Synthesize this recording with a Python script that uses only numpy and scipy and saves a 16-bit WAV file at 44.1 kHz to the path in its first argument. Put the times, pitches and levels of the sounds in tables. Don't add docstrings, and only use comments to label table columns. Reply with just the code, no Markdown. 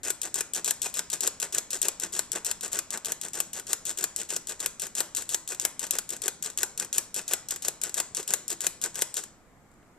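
import sys
import numpy as np
from scipy import signal
from scipy.io import wavfile
from scipy.ndimage import uniform_filter1d

SR = 44100
rng = np.random.default_rng(int(sys.argv[2]) if len(sys.argv) > 2 else 0)


def unload_wav(signal):
    wavfile.write(
        sys.argv[1],
        SR,
        np.round(np.clip(np.atleast_2d(signal).T, -1, 1) * 32767).astype(np.int16),
    )


N = 440118

# (frequency [Hz], relative density [dB per Hz])
AIR_SPECTRUM = [(25, 18), (60, 9.5), (170, 7), (350, -0.5), (700, -3.5), (1300, -6), (2200, -9.5),
                (2800, -19), (5000, -24), (8000, -28), (14000, -45.5)]
# (frequency [Hz], correlation [-1 to 1])
AIR_LIKENESS = [(60, 0.74), (290, 0.88), (640, 0.78), (1400, 0.52), (3100, .12), (7000, .01)]
# (start time [s], first tick level [dB], drag of the wire [dB])
STROKES = [(0.0324, -23.5, -31), (0.216, -14.5, -34), (0.3422, -12, -31.5), (0.535, -13.5, -30.5),
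           (0.645, -11.5, -28.5), (0.8176, -13.5, -29), (0.9408, -15, -30), (1.1005, -17.5, -32),
           (1.2066, -11, -29), (1.4, -13.5, -33.5), (1.5242, -21, -30.5), (1.7052, -16, -31),
           (1.8163, -8.5, -32), (1.9984, -16.5, -34.5), (2.123, -30, -30.5), (2.3177, -13, -34.5),
           (2.4472, -14.5, -33.5), (2.6091, -20, -35), (2.717, -35, -31.5), (2.905, -17, -34.5),
           (3.0473, -15.5, -34.5), (3.2134, -18, -36.5), (3.333, -21.5, -32.5), (3.5317, -16.5, -34.5),
           (3.668, -26.5, -31.5), (3.853, -15, -32.5), (3.9736, -22, -32.5), (4.162, -15.5, -34),
           (4.2892, -31, -31.5), (4.4708, -19, -32.5), (4.5938, -32, -34.5), (4.7965, -16.5, -35),
           (4.9514, -19, -28.5), (5.1489, -15.5, -32), (5.2911, -14.5, -32.5), (5.476, -19, -36),
           (5.5977, -13, -31), (5.7938, -14, -35), (5.9086, -7, -35), (6.0913, -18.5, -38.5),
           (6.2187, -16, -34), (6.4249, -15, -34), (6.5745, -13, -32), (6.776, -16, -36.5),
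           (6.9282, -14, -28), (7.143, -15, -33.5), (7.279, -16, -34.5), (7.486, -18, -36.5),
           (7.622, -18, -34), (7.815, -15.5, -37), (7.9422, -14, -31.5), (8.148, -16.5, -35),
           (8.2769, -15, -31.5), (8.48, -18, -34), (8.606, -15.5, -35), (8.815, -17, -34.5),
           (8.9442, -29, -38.5), (9.1413, -16.5, -35)]
# (time [s], level [dB])
CATCHES = [(0.0506, -20.5), (0.0821, -18), (0.2325, -15.5), (0.3557, -17), (0.3791, -24.5), (0.5473, -15.5),
           (0.5615, -17), (0.6775, -15.5), (0.8289, -19), (0.859, -20), (1.1297, -16.5), (1.2334, -18),
           (1.4163, -23), (1.4275, -18), (1.5477, -12.5), (1.8278, -13), (1.8518, -17), (2.1361, -20),
           (2.3285, -21), (2.4577, -17.5), (2.4644, -15.5), (2.7303, -15), (2.7535, -38), (2.7612, -37),
           (3.0573, -16), (3.067, -22.5), (3.3529, -20), (3.3763, -29), (3.8939, -37), (3.9854, -18),
           (4.3042, -20), (4.3254, -25), (4.4938, -19.5), (4.6025, -17), (4.627, -34), (4.819, -15.5),
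           (5.163, -20), (5.169, -12.5), (5.283, -40), (5.3005, -23.5), (5.3204, -23.5), (5.4888, -18.5),
           (5.5202, -23.5), (5.8163, -23), (5.9532, -18.5), (6.1044, -18), (6.4456, -18.5), (6.7985, -12),
           (6.8242, -26), (6.9589, -21), (7.162, -16.5), (7.1859, -25), (7.2894, -24), (7.3114, -18.5),
           (7.3276, -19.5), (7.5079, -12), (7.6491, -20.5), (7.8354, -11.5), (7.9509, -30), (7.9764, -18.5),
           (8.169, -17), (8.2839, -38.5), (8.3059, -22), (8.5022, -14), (8.6157, -17.5), (8.6444, -17),
           (8.8384, -10.5), (8.9556, -16), (8.9714, -29), (8.9908, -17.5), (9.0138, -16), (9.168, -16)]
# (time [s], level [dB])
LATE_KNOCKS = [(0.1035, -8.5), (0.273, -39), (0.407, -8.5), (0.581, -37), (0.7086, -7.5), (0.8765, -36),
               (0.992, -10.5), (1.1585, -31), (1.2746, -8), (1.45, -24.5), (1.5827, -9), (1.7708, -28),
               (1.8837, -8), (2.061, -29), (2.1919, -8), (2.383, -31), (2.5131, -12), (2.6794, -25.5),
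               (2.7891, -9.5), (2.9742, -21.5), (3.1196, -11), (3.2838, -24.5), (3.4025, -7.5),
               (3.597, -20), (3.7309, -7), (3.912, -21), (4.04, -7), (4.232, -29), (4.3636, -10),
               (4.515, -36), (4.6604, -7), (4.8674, -22), (5.0042, -6), (5.2215, -20), (5.3449, -7),
               (5.547, -23), (5.6507, -4.5), (5.867, -23), (5.986, -8.5), (6.165, -26), (6.2802, -7.5),
               (6.5005, -24), (6.6315, -7), (6.847, -23), (6.9818, -5), (7.215, -32), (7.3349, -5.5),
               (7.5605, -19), (7.683, -7.5), (7.8942, -21), (8.0007, -6.5), (8.2288, -25.5), (8.337, -5.5),
               (8.5272, -21), (8.6668, -5.5), (8.8597, -20), (9.0201, -4.5), (9.2374, -22.5)]
# (time [s], level [dB], blunt part relative to that level [dB])
SETTLING = [(9.715, -51, -31), (9.739, -54.5, -30), (9.828, -68, 20)]
# (frequency
# [Hz], level [dB], t60 [s])
CAN_MODES = [(180.3, 0, 0.06), (338, 2.5, 0.028), (653, -8, 0.073), (1130, -6.5, 0.022), (1481, -2, 0.0089),
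             (2430, -0.5, 0.011), (4490, -17, 0.01), (5150, 1, .015), (10550, -9, .03)]
# (frequency [Hz], t60 [s])
ROOM_DECAY = [(250, 0.53), (1500, 0.49), (5000, 0.47), (10000, 0.32), (13500, 0.16)]
# (frequency [Hz], left gain [dB], right gain [dB])
PORTS = [(30.6, -16.5, -11), (267, -1.5, -1), (4810, -4.5, -6), (5980, -5, 2), (7025, 9.5, 6),
         (7820, 11.5, 0), (8500, 7, -6.5), (9200, 0.5, -10.5), (11320, 0, -10), (13230, -2, -21),
         (15200, -27.5, -39), (17000, -40, -28.5)]

AIR_DB = -51.5

SNAP_DB, SNAP_T60, SNAP_HZ = 14, 0.0015, 10140
SNAP_GROWTH = 2
CRACK_RISE_S, CRACK_T60, THUD_T60 = 0.00036, 0.01, 0.014
THUD_HZ = (330, 3480)
TICK_BLUNT_DB, KNOCK_BLUNT_DB = -26, -13
CATCH_BLUNT_DB = (-37.5, -6.5)
SMALL_CATCHES = 2
SMALL_DB, SMALL_SPREAD_DB = -30, 1

PUSH_AT_S, PUSH_WIDTH_S = (0.04, 0.042), (0.022, 0.017)
SPEED_DB = (4, 12.5)
FADE_DB = (-2.5, -9.5)
RUNOUT_T60 = (0.03, 0.24)
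PUSH_DB = (-37.5, -35.5)
PUSH_SPREAD_DB = 1.5
PUSH_SAG_DB_PER_S = -0.3064
GRAINS_PER_S, GRAIN_SPREAD_DB = 1700, 4.3
CLUMP_DB = 2.4

SHARP_HZ, GRIT_HZ, BLUNT_HZ = 3190, 7700, (159, 2570)
APART_HZ, APART, BLUNT_APART = 4800, 0.36, 0.079
SPOT_DB, SPOT_S = 2.8, 0.02

ROOM_DB, NEAR_DB, NEAR_T60 = -14.5, -6.5, 0.04
HISS_DB, HISS_HZ = -71.5, 14200
EDGE_HZ = 16750


def gain_of(db):
    return 10 ** (np.asarray(db) / 20)


def evened(x):
    return x / np.sqrt(np.mean(x ** 2) + 1e-20)


def read(hz_points, values, hz):
    return np.interp(np.log(hz + 1), np.log(np.asarray(hz_points) + 1), values)


def add(mix, s, sound):
    part = mix[max(round(s * SR), 0):][:len(sound)]
    part += sound[:len(part)]


def edge(x, hz, kind, order=2):
    return signal.sosfilt(signal.butter(order, hz, kind, fs=SR, output="sos"), x)


def air():
    frames, hz = N // 256 + 5, np.fft.rfftfreq(1024, 1 / SR)
    a, b, c, d, patches = rng.standard_normal((frames, 513, 5)).T
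    patches = uniform_filter1d(patches, 6, 0)
    patches_db = evened(uniform_filter1d(patches, 20, 1))
    same = np.clip(read(*np.transpose(AIR_LIKENESS), hz), -1, 1)[:, None]
    left = a + 1j * b
    right = same * left + np.sqrt(1 - same ** 2) * (c + 1j * d)
    density_db = read(*np.transpose(AIR_SPECTRUM), hz)[:, None]
    spectra = np.array([left, right]) * gain_of(density_db + patches_db)
    murmur = signal.istft(spectra, nperseg=1024, noverlap=768)[1][:, :N]
    return gain_of(AIR_DB) * evened(murmur)


def speed_of(k, t):
    return np.exp(-.5 * ((t - PUSH_AT_S[k % 2]) / PUSH_WIDTH_S[k % 2]) ** 2)


def catches():
    starts, knocks = np.array(STROKES)[:, 0], np.array(LATE_KNOCKS)[:, 0]
    place = rng.random((len(starts), SMALL_CATCHES))
    size = rng.standard_normal(place.shape)
    small_s = starts[:, None] + (knocks - starts)[:, None] * (.1 + .8 * place)
    small_db = SMALL_DB + SMALL_SPREAD_DB * size
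    rest_db, fast_db = CATCH_BLUNT_DB
    rows = []
    for s, db in list(CATCHES) + list(zip(small_s.ravel(), small_db.ravel())):
        k = np.searchsorted(starts, s) - 1
        rows.append((s, db, rest_db + (fast_db - rest_db) * speed_of(k, s - starts[k])))
    return rows


def blows():
    ticks = [(s, db, TICK_BLUNT_DB) for s, db, _ in STROKES]
    knocks = [(s, db, KNOCK_BLUNT_DB) for s, db in LATE_KNOCKS]
    return ticks + catches() + knocks + list(SETTLING)


def blow_envelopes():
    snap, crack, thud = np.zeros((3, N))
    t = np.arange(1500) / SR
    rise = 1 - np.exp(-(t / CRACK_RISE_S) ** 2)
    for s, db, blunt_db in blows():
        add(snap, s, gain_of(SNAP_GROWTH * db + SNAP_DB - 60 * t / SNAP_T60))
        add(crack, s, gain_of(db - 60 * t / CRACK_T60) * rise)
        add(thud, s, gain_of(db + blunt_db - 60 * t / THUD_T60) * rise)
    return snap, crack, thud


def drag_envelopes():
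    scrape, push = np.zeros((2, N))
    t = np.arange(8000) / SR
    lie = rng.standard_normal(len(STROKES))
    for k, ((s, _, drag_db), (knock, _)) in enumerate(zip(STROKES, LATE_KNOCKS)):
        way = k % 2
        along = np.minimum(t / (knock - s), 1)
        speed = speed_of(k, t)
        scrape_db = drag_db + FADE_DB[way] * (along - .5) + SPEED_DB[way] * (speed - .5)
        runout_db = -60 * np.maximum(t - (knock - s), 0) / RUNOUT_T60[way]
        add(scrape, s, gain_of(scrape_db + runout_db) * np.minimum(t / .005, 1))
        push_db = PUSH_DB[way] + PUSH_SAG_DB_PER_S * s + PUSH_SPREAD_DB * lie[k]
        add(push, s, gain_of(push_db) * speed)
    return scrape, push


def mesh_grit():
    clumps = gain_of(CLUMP_DB * evened(edge(rng.standard_normal(N), 160, "low")))
    sizes = gain_of(GRAIN_SPREAD_DB * np.minimum(rng.exponential(1, N), 4))
    slips = rng.random(N) < GRAINS_PER_S / SR
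    return evened(signal.lfilter([1], [1, -.96], clumps * sizes * slips))


def agitator():
    snap, crack, thud = blow_envelopes()
    scrape, push = drag_envelopes()
    grit = mesh_grit()
    sharp, blunt = rng.standard_normal((2, 5, N))
    sharp[1] = sharp[0] + APART * edge(sharp[1] - sharp[0], APART_HZ, "high")
    blunt[1] = blunt[0] + BLUNT_APART * (blunt[1] - blunt[0])
    blunt = evened(edge(blunt, BLUNT_HZ, "band"))
    snaps = edge(snap * sharp[[0, 0, 2, 3, 4]], SNAP_HZ, "high", order=4)
    treble = crack * sharp + edge(grit * scrape * sharp, GRIT_HZ, "low", order=1)
    cracks_and_grit = edge(treble, SHARP_HZ, "high", order=4)
    thuds = edge(thud * blunt, THUD_HZ, "band")
    pushes = edge(push * np.sqrt(grit) * blunt, BLUNT_HZ, "band")
    return snaps + cracks_and_grit + thuds + pushes


def can(force):
    steps = np.arange(0, N / SR + SPOT_S, SPOT_S)
    shares_db = SPOT_DB * rng.standard_normal((len(steps), len(CAN_MODES)))
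    ring = np.zeros(N)
    for (hz, db, t60), share_db in zip(CAN_MODES, shares_db.T):
        r = 10 ** (-3 / (t60 * SR))
        turn = 2 * np.pi * hz / SR
        drive = force[0] * np.interp(np.arange(N) / SR, steps, gain_of(db + share_db))
        ring += signal.lfilter([(1 - r * r) * np.sin(turn)], [1, -2 * r * np.cos(turn), r * r], drive)
    return force - ring


def tail(t60, start):
    taps = np.zeros((2, SR // 2))
    at = np.arange(start, SR // 2 - 20, 20)
    at = at + rng.integers(0, 20, (2, len(at)))
    np.put_along_axis(taps, at, rng.choice([-1., 1.], at.shape), 1)
    right = taps[0] + edge(taps[1] - taps[0], 2600, "high")
    hz, t, spectra = signal.stft(np.array([taps[0], right]), SR, nperseg=128)
    decay = gain_of(-60 * t / t60(hz)[:, None])
    out = signal.istft(spectra * decay, SR, nperseg=128)[1]
    return out / np.linalg.norm(out[0])


def kitchen(x):
    out = x[:2].copy()
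    for side in x[2:]:
        near = gain_of(NEAR_DB) * tail(lambda hz: NEAR_T60 + 0 * hz, start=60)
        far = gain_of(ROOM_DB) * tail(lambda hz: read(*np.transpose(ROOM_DECAY), hz), start=300)
        out += signal.oaconvolve(side[None], near + far, axes=1)[:, :N] / np.sqrt(len(x) - 2)
    return out


def scene():
    return air() + kitchen(can(agitator()))


def record(dry):
    points, *sides = np.transpose(PORTS)
    hz = abs(np.fft.fftfreq(4096, 1 / SR))
    log_gain = np.log(gain_of([read(points, db, hz) for db in sides]))
    spectra = np.exp(np.conj(signal.hilbert(log_gain, axis=1)))
    ports = np.fft.ifft(spectra, axis=1).real[:, :2048]
    heard = signal.oaconvolve(dry, ports, axes=1)[:, :N]
    hiss = gain_of(HISS_DB) * edge(rng.standard_normal(heard.shape), HISS_HZ, "low", order=12)
    heard = np.clip(heard + hiss, -.93, .93)
    band_limit = signal.firwin(511, EDGE_HZ, window=("kaiser", 9), fs=SR)
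    return signal.oaconvolve(heard, band_limit[None], "same")


dry = scene()
out = record(dry)
unload_wav(out)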